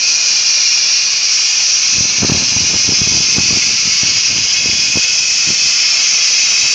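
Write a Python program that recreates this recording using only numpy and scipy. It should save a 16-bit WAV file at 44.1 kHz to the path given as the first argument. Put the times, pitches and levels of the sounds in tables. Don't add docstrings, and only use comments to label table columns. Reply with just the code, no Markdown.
import sys
import numpy as np
from scipy import signal
from scipy.fft import rfft, irfft
from scipy.io import wavfile
from scipy.ndimage import uniform_filter1d, minimum_filter1d

SR = 44100
rng = np.random.default_rng(int(sys.argv[2]) if len(sys.argv) > 2 else 0)


def wrap_up_sound(samples):
    columns = np.atleast_2d(samples).T
    tamed = np.clip(columns, -1, 1)
    steps = np.round(tamed * 32767).astype(np.int16)
    wavfile.write(sys.argv[1], SR, steps)


N = 297234
TIME = np.arange(N) / SR


def gain_of(db):
    return 10 ** (np.asarray(db) / 20)


def unit_rms(x):
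    return x / np.sqrt(np.mean(x ** 2) + 1e-20)


def spectrum_at(points, hz):
    points_hz, db = np.transpose(points)
    return np.interp(np.log(hz + 1), np.log(points_hz + 1), db)


def curve_at(points, t):
    return np.interp(t, *np.transpose(points))


def coloured(x, spectrum):
    gain = gain_of(spectrum_at(spectrum, np.fft.rfftfreq(N, 1 / SR)))
    return unit_rms(irfft(rfft(x) * gain, N))


def wander(rate_hz):
    hz = np.fft.rfftfreq(N, 1 / SR)
    return unit_rms(irfft(rfft(rng.standard_normal(N)) * (hz > 1) / (1 + (hz / rate_hz) ** 4), N))


def add(mix, start_s, sound):
    part = mix[max(round(start_s * SR), 0):][:len(sound)]
    part += sound[:len(part)]


def water_pour(level_db=-47, full_flow_per_s=520, low_hz=430, high_hz=2600, decay_cycles=5, rise=0.13):
    # time in seconds, flow from 0 to 1.
    flow = [(0, 0.41), (2.3, 0.37), (3.2, .77), (3.95, 0.02), (4.5, .97), (6.74, 0.88)]
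    bubbles, t = np.zeros(N), np.arange(SR // 16) / SR
    starts = np.flatnonzero(rng.random(N) < curve_at(flow, TIME) * full_flow_per_s / SR)
    for start, (pitch, strength) in zip(starts, rng.random((len(starts), 2))):
        cycles = low_hz * (high_hz / low_hz) ** pitch * t
        phase = 2 * np.pi * cycles * (1 + rise * cycles / decay_cycles / 10)
        envelope = np.exp(-cycles / decay_cycles) * (1 - np.exp(-cycles))
        add(bubbles, start / SR, strength ** 2 * envelope * np.sin(phase))
    return gain_of(level_db) * unit_rms(bubbles)


def motor_roar(level_db=-37, throb_db=1.0, throb_hz=14):
    # frequency in Hz, relative density in dB.
    spectrum = [(20, -33), (50, -21), (72, -10), (105, -1.5), (200, -2), (350, -5), (550, -1), (900, -1),
                (1400, 2.5), (2200, 0.5), (8000, -69)]
    # time in seconds, gain in dB.
    swell = [(0, 1.1), (1.7, -0.6), (5.2, -3), (5.7, .3), (6.74, 1.7)]
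    envelope = gain_of(level_db + curve_at(swell, TIME) + throb_db * wander(throb_hz))
    return envelope * coloured(rng.standard_normal(N), spectrum)


def wind_strength():
    # time in seconds, level in dB.
    breeze = [(1.6, -60), (2.1, -34.5), (3.1, -31.5), (4.5, -42.5), (5.4, -43.5), (6, -48.5), (6.74, -45)]
    # middle in seconds, length in seconds, peak level in dB.
    gusts = [(1.996, 0.29, -32), (2.317, 0.34, -23.5), (2.59, 0.21, -26.5), (2.73, 0.19, -27),
             (2.912, .12, -26), (3.15, 0.21, -24.5), (3.395, 0.1, -22.5), (3.516, .18, -25.5),
             (3.723, .16, -33.5), (3.87, .1, -33), (4.12, 0.21, -31), (4.368, 0.24, -29.5),
             (4.699, 0.27, -29.5), (4.863, 0.11, -31.5), (4.971, 0.084, -28), (5.5, 0.085, -27),
             (5.658, 0.041, -34), (6.645, .08, -34.5)]
    power = gain_of(curve_at(breeze, TIME)) ** 2
    for middle_s, length_s, db in gusts:
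        arch = np.cos(np.pi * np.clip((TIME - middle_s) / length_s, -.5, .5))
        power += (gain_of(db) * arch) ** 2
    return np.sqrt(power)


def wind_rumble(gain_db=-2, lump_db=3.5, lump_hz=60):
    # frequency in Hz, relative density in dB.
    spectrum = [(15, -29.5), (45, -7), (100, -1), (170, -1.5), (300, -7), (500, -18), (900, -16.5),
                (2000, -37.5), (5000, -89.5)]
    eddies = rng.standard_normal(N) * gain_of(lump_db * wander(lump_hz))
    return gain_of(gain_db) * wind_strength() * coloured(eddies, spectrum)


def lesser_puffs(per_s=30, jitter=.35, over_wind_db=6.0, spread_db=3.0, centre_hz=210):
    late, strength, pitch = rng.standard_normal((int(per_s * N / SR), 3)).T
    times_s = np.clip((np.arange(len(late)) + jitter * late) / per_s, 0, TIME[-1])
    wind_db = 20 * np.log10(np.interp(times_s, TIME, wind_strength()))
    peak_db = wind_db + over_wind_db + spread_db * np.clip(strength, -2, 2)
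    return list(zip(times_s, peak_db, centre_hz * np.exp(.2 * pitch)))


def wind_puffs(core_width=1.22, rasp_db=-17, rasp_decay_s=0.0055):
    # time in seconds, envelope peak in dB, centre frequency in Hz.
    hard_puffs = [(1.984, -14.5, 130), (2.009, -12.5, 130), (2.233, -4, 240), (2.249, -2.5, 260),
                  (2.298, -5, 200), (2.322, -3.5, 190), (2.35, -11, 230), (2.424, -12, 190),
                  (2.742, -13, 190), (2.892, -8, 190), (2.923, -9.5, 190), (3.018, -8, 131),
                  (3.075, -10.5, 190), (3.385, -7.5, 230), (3.51, -11.5, 220), (3.573, -10.5, 190),
                  (4.034, -12.5, 172), (4.66, -16, 279), (4.958, -9.5, 190), (4.973, -7.5, 250),
                  (5.505, -14, 230)]
    rasp_hz_db = [(40, -21), (150, -8), (450, 5), (1000, -4), (1800, -5), (8000, -84.5)]
    swings, rasp_envelope = np.zeros(N), np.zeros(N)
    t = np.arange(-SR // 50, SR // 50) / SR
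    for time_s, db, hz in hard_puffs + lesser_puffs():
        swing = np.exp(2j * np.pi * rng.random()) / (1 - 1j * np.pi * hz * t / core_width) ** 3
        add(swings, time_s + t[0], gain_of(db) * swing.real)
        add(rasp_envelope, time_s + t[0], gain_of(db + rasp_db) * np.exp(-abs(t) / rasp_decay_s))
    return swings + rasp_envelope * coloured(rng.standard_normal(N), rasp_hz_db)


def resonances_db(hz, t):
    # centre in Hz, width in Hz, gain in dB at the first, second and third microphone place.
    resonances = [(2047, 62, -2, 2, 8), (2188, 100, 4, 8, 8), (2444, 160, 10, 5.5, 10),
                  (2580, 88, 4.5, 9.5, 13), (2740, 113, 6.5, 4.5, 7.5), (2870, 75, 7, 5.5, 0.5),
                  (3005, 113, -2.5, 3.5, 6), (3220, 140, 2, 2, 4.5), (3390, 67, 6.5, 7.5, -0.5),
                  (3940, 50, 2, 5, -0.5), (4147, 70, 5.5, 4, 0.5), (4390, 85, 4, 4, 0),
                  (4630, 57, 3, 2.5, 4.5), (4660, 60, -8, -1, 2.5), (4860, 110, 0.5, 1, 5.5),
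                  (4920, 130, 5.5, 5, -4), (5015, 110, -3.5, 5, 6), (5337, 100, 5, 4, 6),
                  (5500, 90, 4, 5.5, 7.5), (5630, 83, 7.5, 1, 3), (5800, 81, 8, 9, 4),
                  (6026, 110, 6, 1.5, 9.5), (6266, 140, 5.5, 4.5, 3), (6340, 83, -0.5, -0.5, 4),
                  (6620, 190, 2, 1, 5), (7000, 78, -4, 5, 9)]
    places_s = [1.2, 3.5, 5.7]
    centre_hz, width_hz, *_ = np.transpose(resonances)
    bells = .5 ** ((2 * (hz[:, None] - centre_hz) / width_hz) ** 2)
    heights_db = np.array([np.interp(t, places_s, row[2:]) for row in resonances])
    return bells @ heights_db


def beaming(shape, hz, t, fft_size, sway_db=0.25, sway_hz=3):
    # low limit in Hz, high limit in Hz.
    bands = [(2000, 3200), (4200, 5300), (5300, 6300), (6300, 8000)]
    # time in seconds, relative level in dB.
    whistle = [(0, -21.5), (2.1, -23.5), (3.7, -21.5), (6.74, -19.5)]
    lower_hiss = [(0, -18), (.85, -16), (2.35, -19.6), (2.95, -16.5), (4.4, -17.5), (5.45, -18), (5.8, -16),
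                  (6.74, -17)]
    upper_hiss = [(0, -16.5), (.55, -14), (1.2, -17.5), (1.8, -13.5), (2.25, -17), (2.85, -14.5),
                  (3.7, -16), (4.901, -18.5), (6.3, -14.5)]
    top_edge = [(.45, -22.5), (.75, -26), (1.2, -25), (1.55, -23.5), (2.3, -24), (2.9, -23.5),
                (4.65, -23.5), (4.95, -21), (6.74, -21)]
    gains_db = []
    for (low_hz, high_hz), curve in zip(bands, [whistle, lower_hiss, upper_hiss, top_edge]):
        band_db = curve_at(curve, t) + sway_db * np.interp(t, TIME, wander(sway_hz))
        power = (shape[(hz > low_hz) & (hz < high_hz)] ** 2).sum(0) * 2 / fft_size
        gains_db.append(band_db - 10 * np.log10(power))
    centres_hz = np.mean(bands, 1)
    return gain_of([np.interp(hz, centres_hz, frame) for frame in np.transpose(gains_db)]).T


def air_rush(gain_db=0.68, ripple_db=4.0, flutter_db=0.64, flutter_hz=25, fft_size=2048):
    # frequency in Hz, relative density in dB.
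    spectrum = [(200, -71), (1000, -25.5), (1500, -20), (1950, -17), (2450, -9), (3100, -11), (3700, -12),
                (4900, -0.4), (5900, 1.5), (6500, -4.5), (7200, -15.5), (7800, -28.5), (8750, -40.5),
                (10200, -91)]
    framing = dict(fs=SR, nperseg=fft_size, noverlap=fft_size * 3 // 4)
    hz, t, noise = signal.stft(rng.standard_normal(N), **framing)
    ripple = unit_rms(uniform_filter1d(rng.standard_normal(noise.shape), size=60, axis=1))
    shape = gain_of(spectrum_at(spectrum, hz)[:, None] + resonances_db(hz, t) + ripple_db * ripple)
    swell = beaming(shape, hz, t, fft_size)
    _, air = signal.istft(noise * shape * swell, **framing)
    return air[:N] * gain_of(gain_db + flutter_db * wander(flutter_hz))


def choked(sound, wind, overload_rms=.19):
    wind_rms = np.sqrt(abs(uniform_filter1d(wind ** 2, size=300)))
    return sound / np.sqrt(1 + (wind_rms / overload_rms) ** 2)


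def scene():
    sources = air_rush() + motor_roar() + water_pour()
    wind = wind_rumble() + wind_puffs()
    return (wind + choked(sources, wind))[None]


def limited(x, ceiling=.78, hold_samples=200):
    gain = minimum_filter1d(np.minimum(1, ceiling / (abs(x) + 1e-9)), hold_samples)
    for _ in range(2):
        gain = uniform_filter1d(gain, hold_samples // 2)
    return x * gain


def record(dry, drive_db=0.3, low_cut_hz=48, clip_level=0.75, high_cut_hz=15800):
    low_cut = signal.butter(2, low_cut_hz, "highpass", fs=SR, output="sos")
    high_cut = signal.firwin(511, high_cut_hz, window=("kaiser", 9), fs=SR)
    out = limited(dry * gain_of(drive_db))
    out = np.clip(signal.sosfilt(low_cut, out), -clip_level, clip_level)
    return signal.oaconvolve(out, high_cut[None], "same")


dry = scene()
out = record(dry)
wrap_up_sound(out)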